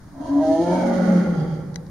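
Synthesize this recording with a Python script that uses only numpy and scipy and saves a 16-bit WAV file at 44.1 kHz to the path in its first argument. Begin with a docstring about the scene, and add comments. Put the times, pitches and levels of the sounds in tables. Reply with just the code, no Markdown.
"""A tiger gives one long moan in a rocky outdoor enclosure. The call starts as a clear hoot, rises, breaks into
a rough roar and sinks to a throbbing groan as the throat resonances fall. Unsteady vocal folds make the tone
and chop the breath into rasp and hiss; a second oscillation sounds beside them. Rock walls throw the call back
over a low rumble; a small sharp tap comes near the end."""
import sys
import numpy as np
from scipy import signal
from scipy.fft import rfft, irfft
from scipy.io import wavfile

SR = 44100
rng = np.random.default_rng(int(sys.argv[2]) if len(sys.argv) > 2 else 0)


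def file_out(sig):
    """Save sig as 16-bit WAV at sys.argv[1]."""
    # one column per channel
    cols = np.atleast_2d(sig).T
    # limit, then scale
    lim = np.clip(cols, -1, 1)
    pcm = np.round(lim * 32767).astype(np.int16)
    wavfile.write(sys.argv[1], SR, pcm)


N = 83790
T = np.arange(N) / SR
BINS = np.fft.rfftfreq(2 * N, 1 / SR)

# Throat resonances as the mouth moves. Each row: time in seconds, then six centres in Hz, lowest first.
FORMANT_PATHS = [(.3, 290, 643, 965, 1230, 1584, 1850), (.39, 293, 647, 988, 1176, 1677, 1930),
                 (.44, 270.6, 661, 834, 1220, 1597, 1950), (.6, 309, 592.6, 883, 1277, 1817, 2160),
                 (.69, 326, 606, 922, 1430, 1717, 2274), (.8, 263.5, 622, 875, 1340, 1520, 2250),
                 (.93, 240, 595, 805, 1154, 1440, 2026), (1.15, 207, 544, 800, 1103, 1450, 2030),
                 (1.45, 172.8, 516, 814, 1128, 1366, 2006)]
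# The same six. Each row: width in Hz and gain in dB for the clear voice, then both for the rough voice.
FORMANT_SHAPES = [(104, 0, 80, 0.5), (149.3, 0, 195, -4.5), (116, -6.5, 189, -9.5),
                  (152.5, -34.5, 79, -19.5), (100, -28.5, 58, -12.5), (347, -42, 283, -25)]


def amp(db):
    """Decibels to gain."""
    return 10 ** (np.asarray(db) / 20)


def unit(x):
    """Scales to rms 1."""
    return x / np.sqrt(np.mean(x ** 2) + 1e-20)


def curve(table, t=T):
    """Every value column of a timed table at the times t."""
    s, *columns = np.transpose(table)
    return [np.interp(t, s, c) for c in columns]


def envelope(table):
    """Gain from rows that begin with seconds and dB, fading to silence outside their span."""
    outside_s = np.maximum(table[0][0] - T, 0) + np.maximum(T - table[-1][0], 0)
    return amp(curve(table)[0]) * np.exp(-outside_s / 0.051)


def spectrum(points, hz=BINS):
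    """A table's values, joined along a log-frequency axis."""
    f, value = np.transpose(points)
    return np.interp(np.log(hz + 1), np.log(f), value)


def shape(x, gain):
    """Filters x by a gain given on BINS."""
    return irfft(rfft(x, 2 * N) * gain)[..., :N]


def peak(hz, centre_hz, width_hz):
    """Gain of a steep-sided resonance."""
    return 1 / (1 + 2 * ((hz - centre_hz) / width_hz) ** 2) ** 2


def wander(hz):
    """Smooth random motion of rms 1, rolling off around hz."""
    return unit(shape(rng.standard_normal(N), np.exp(-(BINS / hz) ** 2)))


def diffuse_noise():
    """Stereo noise from all round: centred in the bass, wide in the treble."""
    # Each row: frequency in Hz, likeness of the two channels from 0 to 1.
    channel_likeness = [(60, 1), (280, 0.88), (600, 0.42), (1200, 0.55), (2400, 0.22), (4500, 0.15),
                        (12000, 0)]
    alike = spectrum(channel_likeness)
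    mid = shape(rng.standard_normal(N), np.sqrt((1 + alike) / 2))
    side = shape(rng.standard_normal(N), np.sqrt((1 - alike) / 2))
    return np.array([mid + side, mid - side])


def rumble():
    """A steady bed of low, diffuse noise."""
    # Each row: frequency in Hz, relative level in dB.
    colour = [(20, -6), (35, -14.5), (58, 1), (90, 0.5), (125, 2), (200, -2), (300, -12.5), (450, -21),
              (900, -20), (1800, -25.5), (2700, -41.5), (4500, -34), (6400, -35.5), (9500, -38),
              (15500, -48.5)]
    return amp(-41.5) * unit(shape(diffuse_noise(), amp(spectrum(colour))))


def enclosure_tail(call):
    """The rock walls scatter the call into a diffuse tail, longest near 300 Hz."""
    # Each row: frequency in Hz, seconds to fall by 60 dB.
    decay_times = [(150, 0.83), (300, 2.7), (600, 1), (2000, 0.83), (8000, 0.2)]
    hz, t, noise = signal.stft(diffuse_noise(), SR, nperseg=512)
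    fade = amp(-60 * t / spectrum(decay_times, hz)[:, None])
    fade /= np.sqrt((fade ** 2).mean(1, keepdims=True) * N)  # equal energy in every band
    tail = signal.istft(noise * fade, SR, nperseg=512)[1][:, :N]
    attack = np.minimum(T / 0.0067, 1)
    return signal.fftconvolve(call.mean(0)[None], tail * attack, axes=1)[:, :N]


def rock_echoes(call, cutoff_hz=497):
    """Two rock faces each throw back a dull copy of the call."""
    # Each row: delay in seconds, gain in dB.
    reflections = [(0.048, -22.5), (.165, -11)]
    dull = shape(call, 1 / np.hypot(1, (BINS / cutoff_hz) ** 2))
    return sum(amp(db) * np.pad(dull, ((0, 0), (round(s * SR), 0)))[:, :N] for s, db in reflections)


def taps(crack_db=-19.5, crack_decay_s=0.0016):
    """A dry crack with a short ring, and a fainter one before and after it."""
    # Each row: start in seconds, gain in dB, left over right in dB.
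    hits = [(1.7435, -24, -10), (1.7588, -4.5, 7), (1.8660, -28.5, 1)]
    # The tapped thing's ring. Each row: frequency in Hz, relative level in dB, seconds to fall by 60 dB.
    modes = [(1960, -32, 0.035), (3930, -39.5, 0.057), (4850, -50, 0.062), (6150, -37, .035),
             (6996, -46, 0.036)]
    # Each row: frequency in Hz, relative level in dB.
    crack_colour = [(500, -13), (1300, -5), (2000, 3), (2600, -13), (3300, -3), (4600, 7), (5400, -3),
                    (5900, 7), (7000, -15), (10000, -14.5), (15000, -36)]
    colour = unit(amp(spectrum(crack_colour)))
    out = np.zeros((2, N))
    for start, db, pan_db in hits:
        age = np.maximum(T - start, 0)
        burst = diffuse_noise() * np.exp(-age / crack_decay_s) * (T > start)
        crack = amp(crack_db) * shape(burst, colour)
        ring = sum(amp(mode_db - 60 * age / t60) * np.sin(2 * np.pi * hz * age)
                   for hz, mode_db, t60 in modes)
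        out += (crack + ring) * amp(db + pan_db * np.array([[.5], [-.5]]))
    return out


def snarl(puffs):
    """Air through the nearly closed mouth makes a thin resonant hiss."""
    # Each row: time in seconds, level in dB.
    levels = [(1.28, -70), (1.41, -52), (1.47, -60), (1.54, -59), (1.64, -69)]
    # Resonances at the teeth. Each row: centre in Hz, width in Hz, relative gain in dB.
    teeth = [(3256, 370, 0), (4800, 480, -1)]
    colour = sum(amp(db) * peak(BINS, hz, width) for hz, width, db in teeth)
    return unit(shape(puffs, colour)) * envelope(levels)


def breath_hiss(puffs, flutter_db=1.4, flutter_hz=24.2):
    """Air rushes through the mouth and whistles at the teeth and lips."""
    # Each row: time in seconds, level in dB.
    levels = [(.15, -73.5), (.26, -53), (.36, -53.5), (.46, -49.5), (.54, -46), (.64, -46.5), (.77, -44),
              (.92, -47.5), (1.06, -47), (1.2, -49), (1.32, -53.5), (1.55, -60.5), (1.7, -72)]
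    # Each row: frequency in Hz, relative level in dB.
    air_colour = [(1000, -44), (2200, -33), (2800, -0.5), (3250, -8), (3800, -1), (4500, -2.5), (5500, -2),
                  (6500, -7), (8000, -9.5), (9300, -8), (12000, -20.5), (15500, -49.5)]
    # Each row: centre in Hz, width in Hz, relative gain in dB.
    whistles = [(3206, 190, 1.5), (4420, 500, -10.5), (6410, 570, -3)]
    colour = amp(spectrum(air_colour)) + sum(amp(db) * peak(BINS, hz, w) for hz, w, db in whistles)
    return unit(shape(puffs, colour)) * envelope(levels) * amp(flutter_db * wander(flutter_hz))


def grunts(width_s=0.018):
    """Gain of the low tone's last pushes as the call dies away, each a short smooth swell."""
    # Each row: time of the crest in seconds, level in dB.
    pushes = [(1.275, -38), (1.314, -30), (1.391, -18), (1.426, -19), (1.526, -24), (1.63, -31.5),
              (1.682, -29.5), (1.75, -28)]
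    return sum(amp(db) * np.exp(-((T - s) / width_s) ** 2) for s, db in pushes)


def groan(waver_hz=41.3):
    """A second oscillation sounds the opening hoot, holds it, then slides down as the roar closes."""
    # Each row: time in seconds, pitch in Hz, level in dB, waver as a share of the pitch.
    glide = [(.13, 288.3, -49.5, 0.024), (.185, 272.2, -40.5, 0.0058), (.215, 278.8, -26.5, 0.0059),
             (.25, 281, -62, 0.0056), (.285, 279, -36.5, 0.0037), (.31, 281.8, -21.5, 0.0015),
             (.375, 285.8, -13, 0.0016), (.42, 283.8, -17, 0.0023), (.455, 283.1, -25.5, 0.0024),
             (.51, 279.1, -18.5, 0.0024), (.56, 286, -22, .003), (.6, 283, -46.5, 0.0066),
             (.66, 288.3, -48.5, 0.0086), (.77, 284.1, -36.5, 0.0084), (.84, 248.5, -29.5, 0.023),
             (.9, 231.1, -20.5, .015), (.96, 228.2, -26.5, 0.017), (1.01, 220.6, -24.5, 0.034),
             (1.08, 221, -22, 0.023), (1.15, 202.4, -28, 0.0091), (1.28, 185.6, -44.5, .025)]
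    hz, _, waver = curve(glide)
    cycles = np.cumsum(hz * (1 + waver * wander(waver_hz))) / SR
    return np.sqrt(2) * np.sin(2 * np.pi * cycles) * envelope([(s, db) for s, _, db, _ in glide])


def rough_voice(puffs):
    """Noisy puffs pass the moving throat resonances; the top three open with the mouth."""
    # Each row: time in seconds, level in dB, gain from the mouth's opening in dB.
    rasp = [(.1, -61, -20), (.2, -37, -6), (.3, -30.5, -5), (.45, -33, -3), (.6, -38, 2.5),
            (.7, -27.5, 0.5), (.8, -22.5, -0.5), (.95, -23.5, 1.5), (1.13, -26.5, 6), (1.27, -30.5, 6.5),
            (1.42, -32.5, 2), (1.58, -39.5, 4.5), (1.7, -43, -1.5), (1.82, -44, -3.5)]
    # Roughness between the resonances. Each row: frequency in Hz, relative level in dB.
    valleys = [(60, -61.5), (120, -50), (210, -7.5), (360, -7), (440, -14), (700, -47.5), (1020, -35),
               (1300, -22.5), (1700, -29), (2300, -35), (3200, -63)]
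    hz, t, frames = signal.stft(puffs, SR, nperseg=2048, noverlap=1792)
    hz = hz[:, None]
    opening = amp(curve(rasp, t)[1])
    powers = [(amp(db) * peak(hz, centre, width)) ** 2
              for centre, (_, _, width, db) in zip(curve(FORMANT_PATHS, t), FORMANT_SHAPES)]
    mouth_power = sum(powers[3:]) + amp(spectrum(valleys, hz)) ** 2
    gain = np.sqrt(sum(powers[:3]) + opening ** 2 * mouth_power)
    voice = signal.istft(frames * gain, SR, nperseg=2048, noverlap=1792)[1][:, :N]
    return unit(voice) * envelope(rasp)


def clear_voice(pitch, cycles, chest_hz=191.7, chest_width_hz=150):
    """The folds' harmonics swell as they cross the resonances of throat and chest."""
    # Tone in the lowest throat resonance, the higher ones and the chest.
    # Each row: time in seconds, level in dB.
    hoot_levels = [(.39, -43.5), (.45, -25.5), (.51, -23.5), (.56, -29.5), (.605, -13.5), (.65, -29.5),
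                   (.71, -20.5), (.77, -36), (.92, -44), (1.02, -24), (1.1, -15.5), (1.165, -15.5),
                   (1.22, -18), (1.26, -27.5), (1.45, -35.5), (1.66, -43)]
    ring_levels = [(.12, -67), (.28, -38.5), (.38, -32), (.43, -19.5), (.515, -17), (.565, -21.5),
                   (.62, -21.5), (.69, -21.5), (.78, -25.5), (.94, -25), (1.03, -32.5), (1.13, -24),
                   (1.22, -40.5), (1.42, -36), (1.62, -63)]
    chest_levels = [(.3, -42.5), (.54, -42.5), (.6, -31), (.72, -25), (.85, -26), (.91, -39.5),
                    (1.0, -22.5), (1.2, -50.5)]
    # Strong and weak cycles alternate, adding partials halfway between the harmonics.
    # Each row: time in seconds, their level against the harmonics in dB.
    period_doubling = [(.2, 2.5), (.37, -5), (.45, -40), (.62, -35.5), (.75, -3.5), (.86, -11.5),
                       (.97, -4.5), (1.4, -20.5)]
    orders = np.arange(2, 29)[:, None] / 2
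    hz, halfway = orders * pitch, orders % 1 > 0
    lowest, *higher = [amp(db) * peak(hz, centre, width)
                       for centre, (width, db, _, _) in zip(curve(FORMANT_PATHS), FORMANT_SHAPES)]
    hoot = (envelope(hoot_levels) + grunts()) * lowest
    chest = envelope(chest_levels) * peak(hz, chest_hz, chest_width_hz)
    ring = envelope(ring_levels) * np.sqrt(sum(gain ** 2 for gain in higher))
    doubling = amp(curve(period_doubling)[0])
    gains = np.where(halfway, ring * doubling, np.sqrt(hoot ** 2 + chest ** 2 + ring ** 2))
    partials = np.cos(2 * np.pi * (orders * cycles + rng.random(orders.shape)))
    return np.sqrt(2) * (gains * partials).sum(0)


def tiger(jitter_hz=66.4, throb_hz=42.4, puff_decay_cycles=0.9):
    """One call: the same unsteady folds drive tone, rasp, hiss and snarl; the groan sounds beside them."""
    # Each row: time in seconds, pitch of the folds in Hz.
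    melody = [(.15, 139), (.3, 140.5), (.385, 143.1), (.415, 157.6), (.5, 158.6), (.59, 164.4),
              (.66, 173.8), (.76, 180.5), (.95, 184.6), (1.12, 181.9), (1.22, 177.8), (1.33, 167.5),
              (1.43, 153.6), (1.55, 161.1)]
    # Each row: time in seconds, jitter as a share of the pitch, throb as a share of the amplitude.
    unsteadiness = [(.3, .004, 0.043), (.62, 0.0066, 0.15), (.8, 0.013, 0.21), (1.1, 0.017, 0.15),
                    (1.5, 0.017, 0.26)]
    # Each row: frequency in Hz, left over right in dB.
    balance = [(180, -0.7), (330, 2.4), (650, -3), (1300, -3.5), (4500, -3.6), (9000, -0.3)]
    pitch = curve(melody)[0]
    jitter, depth = curve(unsteadiness)
    cycles = np.cumsum(pitch * (1 + jitter * wander(jitter_hz))) / SR
    airflow = unit(0.41 + np.exp(-(cycles % 1) / puff_decay_cycles))  # steady flow plus a puff a cycle
    throb = (1 + depth * wander(throb_hz)) / np.sqrt(1 + depth ** 2)
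    hiss = breath_hiss(diffuse_noise() * airflow)
    tone = clear_voice(pitch, cycles) * throb + groan()
    rasp = rough_voice(diffuse_noise() * airflow)
    call = tone + rasp + hiss + snarl(diffuse_noise() * airflow)
    return shape(call, amp(np.outer([.5, -.5], spectrum(balance))))


def scene():
    """The call with its echoes and tail, the dry taps and the rumble."""
    call = tiger()
    return call + rock_echoes(call) + taps() + rumble() + amp(-8) * enclosure_tail(call)


def record(dry, cutoff_hz=15800):
    """The recorder cuts two narrow dips in the treble and limits the band."""
    # Each row: centre in Hz, width in Hz, gain in dB.
    dips = [(2626, 66, -15), (7690, 344, -16.5)]
    dips_db = sum(db * np.exp(-((BINS - hz) / width) ** 2) for hz, width, db in dips)
    lowpass = signal.firwin(511, cutoff_hz, window=("kaiser", 9), fs=SR)
    return signal.oaconvolve(shape(dry, amp(dips_db)), lowpass[None], "same")


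dry = scene()
out = record(dry)
file_out(out)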